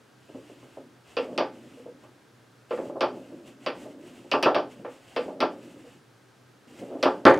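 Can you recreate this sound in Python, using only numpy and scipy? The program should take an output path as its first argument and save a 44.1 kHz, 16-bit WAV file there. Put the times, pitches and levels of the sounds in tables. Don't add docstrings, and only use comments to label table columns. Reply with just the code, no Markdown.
import sys
import numpy as np
from scipy import signal
from scipy.fft import rfft, irfft, next_fast_len
from scipy.io import wavfile
from scipy.ndimage import uniform_filter1d

SR = 44100
rng = np.random.default_rng(int(sys.argv[2]) if len(sys.argv) > 2 else 0)


def wav_out(sig):
    wavfile.write(sys.argv[1], SR, np.round(np.clip(np.atleast_2d(sig).T, -1, 1) * 32767).astype(np.int16))


N = 326207
TIME = np.arange(N) / SR
AGE = np.arange(SR // 2) / SR
SIZE = next_fast_len(N + SR, real=True)
BINS = np.arange(SIZE // 2 + 1) * SR / SIZE


def undb(db):
    return 10 ** (np.asarray(db) / 20)


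def at(table, hz):
    f, value = np.transpose(table)
    return np.interp(np.log(np.maximum(hz, 1)), np.log(f), value)


def unit(x):
    return x / np.sqrt(np.mean(x ** 2))


def early(x):
    return x / np.sqrt(np.mean(x[:SR // 40] ** 2))


def steady(x):
    return x / np.sqrt(uniform_filter1d(x ** 2, size=SR // 25) + 1e-9)


def fade(t60):
    return np.exp(-np.log(1000) * AGE / t60)


def colour(x, table):
    spectrum = rfft(x, SIZE) * undb(at(table, BINS))
    return unit(irfft(spectrum, SIZE)[:N])


def walk(rate):
    knots = TIME * rate
    points = np.arange(knots[-1] + 2)
    return unit(np.interp(knots, points, rng.standard_normal(len(points))))


def wavering_tone(hz, drift_hz, rate):
    return np.sin(2 * np.pi * np.cumsum(hz + drift_hz * walk(rate)) / SR)


def add(track, s, sound):
    i = int(s * SR)
    track[i:i + len(sound)] += sound[:N - i]


def struck(x, gain):
    size = 4096
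    cepstrum = irfft(np.log(gain(np.arange(size // 2 + 1) * SR / size)))
    folded = np.concatenate([cepstrum[:1], 2 * cepstrum[1:size // 2]])
    response = irfft(np.exp(rfft(folded, size)))
    return signal.fftconvolve(x, response)[:len(x)]


# (f/Hz, relative level/dB)
AIR_COLOUR = [(25, -21), (60, -26.5), (95, -16), (125, -1.5), (160, -12.5), (270, -9.5), (450, -12.5),
              (600, -16), (1050, -19.5), (1500, -18.5), (2100, -24), (5000, -29.5), (10000, -36.5),
              (15000, -44.5)]
# (f/Hz, level/dB)
ROOM_TONES = [(274.5, -73.5), (1270, -78), (1588, -77)]


def room(air_db=-58.0, hum_hz=124, hum_db=-66):
    air = undb(air_db) * colour(rng.standard_normal(N), AIR_COLOUR)
    hum = wavering_tone(hum_hz, 2.55, 3.6) * undb(3.7 * walk(14.0))
    tones = sum(undb(db) * unit(wavering_tone(hz, 4, 9.8)) for hz, db in ROOM_TONES)
    return air + undb(hum_db) * unit(hum) + tones


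# (start t/s, length t/s, hiss level/dB at full speed before the gain in sliding)
STROKES = [(0.175, 0.67, -68), (1.034, 0.34, -66), (1.465, .48, -68), (1.997, 0.095, -68.5),
           (2.69, 0.23, -62), (3.031, 0.38, -66.5), (3.41, 0.15, -69), (3.6, 0.11, -66), (3.738, 0.23, -64),
           (3.987, 0.27, -66.5), (4.24, 0.2, -67), (4.67, 0.17, -68.5), (4.85, 0.21, -66),
           (5.043, .31, -65.5), (5.51, 0.5, -66), (6.671, 0.3, -64.5), (6.966, 0.28, -68.5)]
HISS_POWER = 0.46


def rod_hiss():
    strength = 0
    for s, length, db in STROKES:
        speed = np.abs(np.sin(np.pi * np.clip((TIME - s) / length, 0, 1)))
        strength = strength + undb(db) * speed ** HISS_POWER
    return strength


# (f/Hz, relative level/dB)
SLIDE_COLOUR = [(200, 2.5), (700, 5), (1500, -6.5), (2100, 0), (2800, -10), (3700, -10.5), (5500, -11),
                (6500, -10.5), (7800, -8.5), (10000, -16), (15000, -26)]
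# (f/Hz, relative level/dB per Hz)
BEARING_COLOUR = [(1200, -28), (2250, -15.5), (2550, 4.5), (2950, 3.5), (3300, -2.5), (4200, -15),
                  (7000, -29)]


def sliding(gain_db=8.0, flutter_db=2.7, ring_db=-62, knee_db=-72):
    strength = rod_hiss()
    hiss, rub = rng.standard_normal((2, N)) * undb(flutter_db * walk(25))
    moving = strength ** 2 / (strength ** 2 + undb(knee_db) ** 2)
    slide = strength * undb(gain_db) * colour(hiss, SLIDE_COLOUR)
    return slide + undb(ring_db) * moving * colour(rub, BEARING_COLOUR)


def contact(hz, cut_hz):
    return 1 / np.sqrt(1 + (hz / cut_hz) ** 2 + (hz / cut_hz) ** 6)


# (f/Hz, relative level/dB, t60 t/s); blows vary pitch and level a little
TABLE_MODES = [(141.2, 1.5, 0.42), (188.1, 0.5, 0.25), (263.9, 3.5, 0.16), (298.9, -4, 0.56),
               (357.8, 3.5, 0.23), (430.3, -4.5, 0.42), (533.4, 4.5, 0.31), (569, 1.5, 0.25),
               (600, 3.5, 0.19), (618.4, 1.5, 0.17), (675.8, 0, 0.14), (860, 0.5, 0.3), (927, -4, 0.25),
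               (1035, 2, 0.099), (1059, -0.5, 0.095), (1182, 4.5, 0.23), (1259, -0.5, 0.2), (1355, 6, 0.21),
               (1517, -4, 0.35), (1807, 2, 0.21), (2277, -16, 0.098), (2470, -19, 0.27), (2660, -4, .22),
               (2870, -13, .2), (3060, 1.5, 0.26), (3350, 4, 0.21), (4660, 4.5, 0.12), (5030, -13, 0.16),
               (5750, 5, 0.13)]
# (f/Hz, t60 t/s)
DECAY = [(60, 0.5), (150, 0.34), (400, 0.34), (1000, 0.28), (2700, 0.24), (5000, 0.21), (12000, 0.56)]
BANDS = 44 * 2 ** np.arange(0, 9, .5)
FILTERS = [signal.butter(3, [f / 2 ** (1 / 4), f * 2 ** (1 / 4)], "band", fs=SR, output="sos") for f in BANDS]


def blow(shape, contact_hz, modes_db, first_db, first_t60, rise_s):
    swell = 1 - np.exp(-AGE / rise_s)
    burst = undb(first_db) * fade(first_t60)
    out = np.zeros(len(AGE))
    noise = rng.standard_normal(SR * 2 // 3)
    for hz, sos in zip(BANDS, FILTERS):
        band = signal.sosfilt(sos, noise)[-len(AGE):]
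        tail = band * swell * (fade(at(DECAY, hz)) + burst)
        out += unit(tail) * np.sqrt(hz / 135)
    for hz, db, t60 in TABLE_MODES:
        cycles = hz * (1 + 0.0043 * rng.standard_normal()) * AGE + rng.random()
        mode = swell * fade(t60) * np.sin(2 * np.pi * cycles)
        out += unit(mode) * undb(modes_db + db + 2 * rng.standard_normal())
    return early(struck(out, lambda hz: undb(at(shape, hz)) * contact(hz, contact_hz)))


# (t/s, level/dB, contact cut-off f/Hz)
KNOCKS = [(0.291, -48, 392), (0.345, -39, 335), (.497, -48, 450), (.627, -52, 600), (.771, -40.5, 580),
          (1.402, -23, 1750), (2.036, -52.5, 2474), (2.788, -30, 487), (2.897, -37, 680),
          (2.957, -33.5, 760), (3.027, -21.5, 2040), (3.166, -44, 500), (3.851, -40, 510),
          (4.243, -50.5, 597), (4.338, -20, 2180), (4.4588, -16, 3020), (4.561, -22.5, 1500),
          (5.281, -36, 920), (5.4248, -20, 2800), (6.909, -40, 520), (6.951, -35, 560),
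          (7.0564, -17.5, 2700)]
# (f/Hz, relative level/dB per Hz)
KNOCK_COLOUR = [(50, -29.5), (130, -17.5), (200, -18), (280, -1), (430, 1), (570, 1), (750, 2), (1250, -4),
                (1650, -10), (2100, -21), (4000, -20), (7000, -51), (15000, -46)]


def knocks():
    out = np.zeros(N)
    for s, db, contact_hz in KNOCKS:
        knock = blow(KNOCK_COLOUR, contact_hz, modes_db=-1.0, first_db=3.5, first_t60=0.16, rise_s=0.00031)
        add(out, s, undb(db) * knock)
    return out


# (t/s, rumble level/dB, time it would take to stop t/s)
ROLLS = [(.346, -58, 2.1), (.771, -53.5, 0.26), (1.168, -37.5, 1.5), (1.378, -47.5, 0.83),
         (2.709, -40.5, 0.72), (3.008, -43, 1), (3.663, -45, 1.02), (4.315, -44, 0.93), (4.846, -58, 0.28),
         (5.163, -39.5, 1.6), (5.404, -43, 0.62), (6.65, -49.5, 1.1), (6.785, -37.5, 0.75)]
SPIN_UP_S = 0.031


def ball_rumble():
    strength = np.zeros(N)
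    for s, db, stop_s in ROLLS:
        speed = np.clip(1 - (TIME - s) / stop_s, 0, 1)
        strength = np.where(TIME >= s, undb(db) * speed, strength)
    step = 1 - np.exp(-1 / (SPIN_UP_S * SR))
    return signal.lfilter([step], [1, step - 1], strength)


# (f/Hz, relative level/dB)
ROLL_COLOUR = [(50, -37), (110, -18.5), (190, -2.5), (275, 7.5), (400, -2), (560, -21.5), (750, -24),
               (1200, -41), (2000, -55), (6000, -49)]
# (f/Hz, relative level/dB per Hz)
FAST_COLOUR = [(60, -44), (200, -18), (400, -0.5), (580, 3), (750, -12.5), (1150, -22.5), (2000, -36),
               (6000, -78)]


def rolling(rough_db=2.35, modes_db=-2, fast_db=-38, fast_gain=1.4):
    strength = ball_rumble()
    bumps = rng.standard_normal(N)
    ring = sum(undb(db) * fade(t60) * np.sin(2 * np.pi * hz * AGE) for hz, db, t60 in TABLE_MODES)
    ringing = signal.fftconvolve(bumps, ring)[:N]
    field = colour(bumps, ROLL_COLOUR) + undb(modes_db) * colour(ringing, ROLL_COLOUR)
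    speed = np.minimum(strength / undb(fast_db), 1)
    rumble = unit(field) + fast_gain * speed * colour(rng.standard_normal(N), FAST_COLOUR)
    return strength * undb(rough_db * walk(30)) * steady(rumble)


# (f/Hz, relative level/dB)
TICK_COLOUR = [(100, -36), (700, 0), (2700, 13), (4000, 10), (5200, 9.5), (6600, -6.5), (9500, -4.5),
               (11500, -10), (13500, -8), (16000, -13)]


def tick(contact_hz, snap_t60=0.0019, tail_db=-16, tail_t60=0.1):
    noise = rng.standard_normal(len(AGE)) * (fade(snap_t60) + undb(tail_db) * fade(tail_t60))
    return early(struck(noise, lambda hz: undb(at(TICK_COLOUR, hz)) / (1 + (hz / contact_hz) ** 2)))


def rod_ring(hz=487, t60=0.1, rise_s=0.0068, echo_s=0.0242, echo_db=3):
    def envelope(age):
        age = np.maximum(age, 0)
        return (1 - np.exp(-age / rise_s)) * np.exp(-np.log(1000) * age / t60)
    strength = envelope(AGE) - undb(echo_db) * envelope(AGE - echo_s)
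    return early(strength * np.sin(2 * np.pi * hz * AGE))


# (centre f/Hz, width f/Hz, relative level/dB, t60 t/s)
FIGURE_MODES = [(2640, 420, 7, 0.16), (2970, 180, -4, 0.083), (4800, 570, -4.5, 0.15)]


def figure_ring():
    out = 0
    for hz, width, db, t60 in FIGURE_MODES:
        sos = signal.butter(2, [hz - width / 2, hz + width / 2], "band", fs=SR, output="sos")
        band = signal.sosfilt(sos, rng.standard_normal(len(AGE)))
        out = out + undb(db) * early(band * fade(t60))
    return early(out)


# (t/s, level/dB, contact cut-off f/Hz, rod ring level/dB, plastic ring level/dB against the tick)
CLACKS = [(1.168, -28.5, 4470, -28, 6.5), (1.378, -24.5, 6860, -36, -2), (1.772, -55, 700, -50, 0),
          (1.857, -46, 700, -44, -2.5), (2.708, -30.5, 2250, -29.5, 4), (2.773, -37.5, 1890, -43, -5),
          (3.008, -24.5, 6470, -37, -8), (3.663, -26.5, 4450, -38.5, 1), (4.315, -26.5, 8950, -39, 9.5),
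          (4.4273, -23.5, 19000, -55, 6), (4.5465, -24, 5500, -53, -9), (4.8465, -36.5, 1870, -41, -13),
          (5.163, -27, 4400, -28.5, 1), (5.4042, -25, 6900, -47, -1.5), (5.841, -58, 600, -52.5, 0),
          (7.0277, -20.5, 8300, -36, -4)]
# (f/Hz, relative level/dB per Hz)
CLACK_COLOUR = [(50, -52), (150, -21), (270, -4.5), (600, -0.5), (800, -4), (1100, -6), (1700, -11),
                (2700, -10), (3400, -13.5), (4000, -16.5), (4800, -13.5), (5700, -19.5), (6400, -37),
                (15000, -71)]
TICK_DB, HARD_HZ = -10, 3760


def clacks():
    out = np.zeros(N)
    for s, db, contact_hz, ring_db, plastic_db in CLACKS:
        snap = undb(db + TICK_DB) / (1 + (HARD_HZ / contact_hz) ** 3)
        clack = blow(CLACK_COLOUR, contact_hz, modes_db=1.5, first_db=-25, first_t60=0.12, rise_s=0.002)
        add(out, s, undb(db) * clack)
        add(out, s, snap * tick(contact_hz))
        add(out, s, undb(ring_db) * rod_ring())
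        add(out, s, snap * undb(plastic_db) * figure_ring())
    return out


def rattle(rate=260, spread_db=5, t60=1.0):
    shape = [(500, -21), (3500, 3), (4700, -1), (6000, -1), (8000, -7), (11000, -25), (15000, -25)]  # Hz, dB
    hits = rng.random(len(AGE)) < rate / SR
    clicks = hits * undb(spread_db * rng.uniform(-0.75, 1, len(AGE))) * fade(t60)
    click = rng.standard_normal(len(AGE)) * (fade(0.0039) + 0.083 * fade(0.11))
    chatter = signal.fftconvolve(clicks, click)[:len(AGE)]
    return unit(struck(chatter, lambda hz: undb(at(shape, hz))))


# (t/s, level/dB, contact cut-off f/Hz, sharp tick level/dB)
SHOT = [(7.2529, -11, 1790, -29), (7.2652, -8.5, 6260, -39)]
# (f/Hz, relative level/dB per Hz)
SHOT_COLOUR = [(30, -32), (70, -18), (180, -8), (270, 1.5), (400, 4.5), (560, 2.5), (800, 0), (1300, -3),
               (1900, -5.5), (2600, -18), (4700, -25.5), (6000, -47), (8500, -35), (15000, -38)]
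# (f/Hz, level/dB, t60 t/s)
HEAVE = [(78, -48, .22), (274, -5, 0.067)]


def shot(rattle_db=-52, shot_tick_hz=6000):
    out = np.zeros(N)
    for s, db, contact_hz, tick_db in SHOT:
        bang = blow(SHOT_COLOUR, contact_hz, modes_db=-2, first_db=-18.5, first_t60=0.023, rise_s=0.00092)
        add(out, s, undb(db) * bang)
        add(out, s, undb(tick_db) * tick(shot_tick_hz))
    heave = sum(undb(db) * fade(t60) * np.sin(2 * np.pi * hz * AGE) for hz, db, t60 in HEAVE)
    heave = heave * (1 - np.exp(-AGE / .001))
    add(out, SHOT[0][0], heave + undb(rattle_db) * rattle())
    return out


# (f/Hz, side minus mid level/dB)
ROOM_WIDTH = [(60, 1), (99, -25), (160, -13), (270, -10), (450, -7), (750, -5.5), (1230, -10), (2040, -9),
              (3380, -8.5), (5600, -11)]
# (f/Hz, side minus mid level/dB)
TABLE_WIDTH = [(30, -7), (120, -53), (250, -44), (500, -31.5), (1000, -22.5), (2000, -19), (4000, -15.5),
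               (12000, -25)]


def scene(reflection_t60=0.056):
    table = sliding() + knocks() + rolling() + clacks() + shot()
    reflections = rfft(rng.standard_normal(len(AGE)) * fade(reflection_t60), SIZE)
    reflections = reflections / np.sqrt(np.mean(np.abs(reflections) ** 2))
    table_side = rfft(table, SIZE) * reflections * undb(at(TABLE_WIDTH, BINS))
    room_side = rfft(room(), SIZE) * undb(at(ROOM_WIDTH, BINS))
    side = irfft(table_side + room_side, SIZE)[:N]
    mid = table + room()
    return np.array([mid + side, mid - side])


def record(dry, low_hz=52, top_hz=15700, ceiling=.95):
    rounded = dry / (1 + (dry / ceiling) ** 4) ** (1 / 4)
    thinned = signal.sosfilt(signal.butter(2, low_hz, "high", fs=SR, output="sos"), rounded)
    return signal.sosfilt(signal.ellip(8, .2, 70, top_hz, fs=SR, output="sos"), thinned)


dry = scene()
out = record(dry)
wav_out(out)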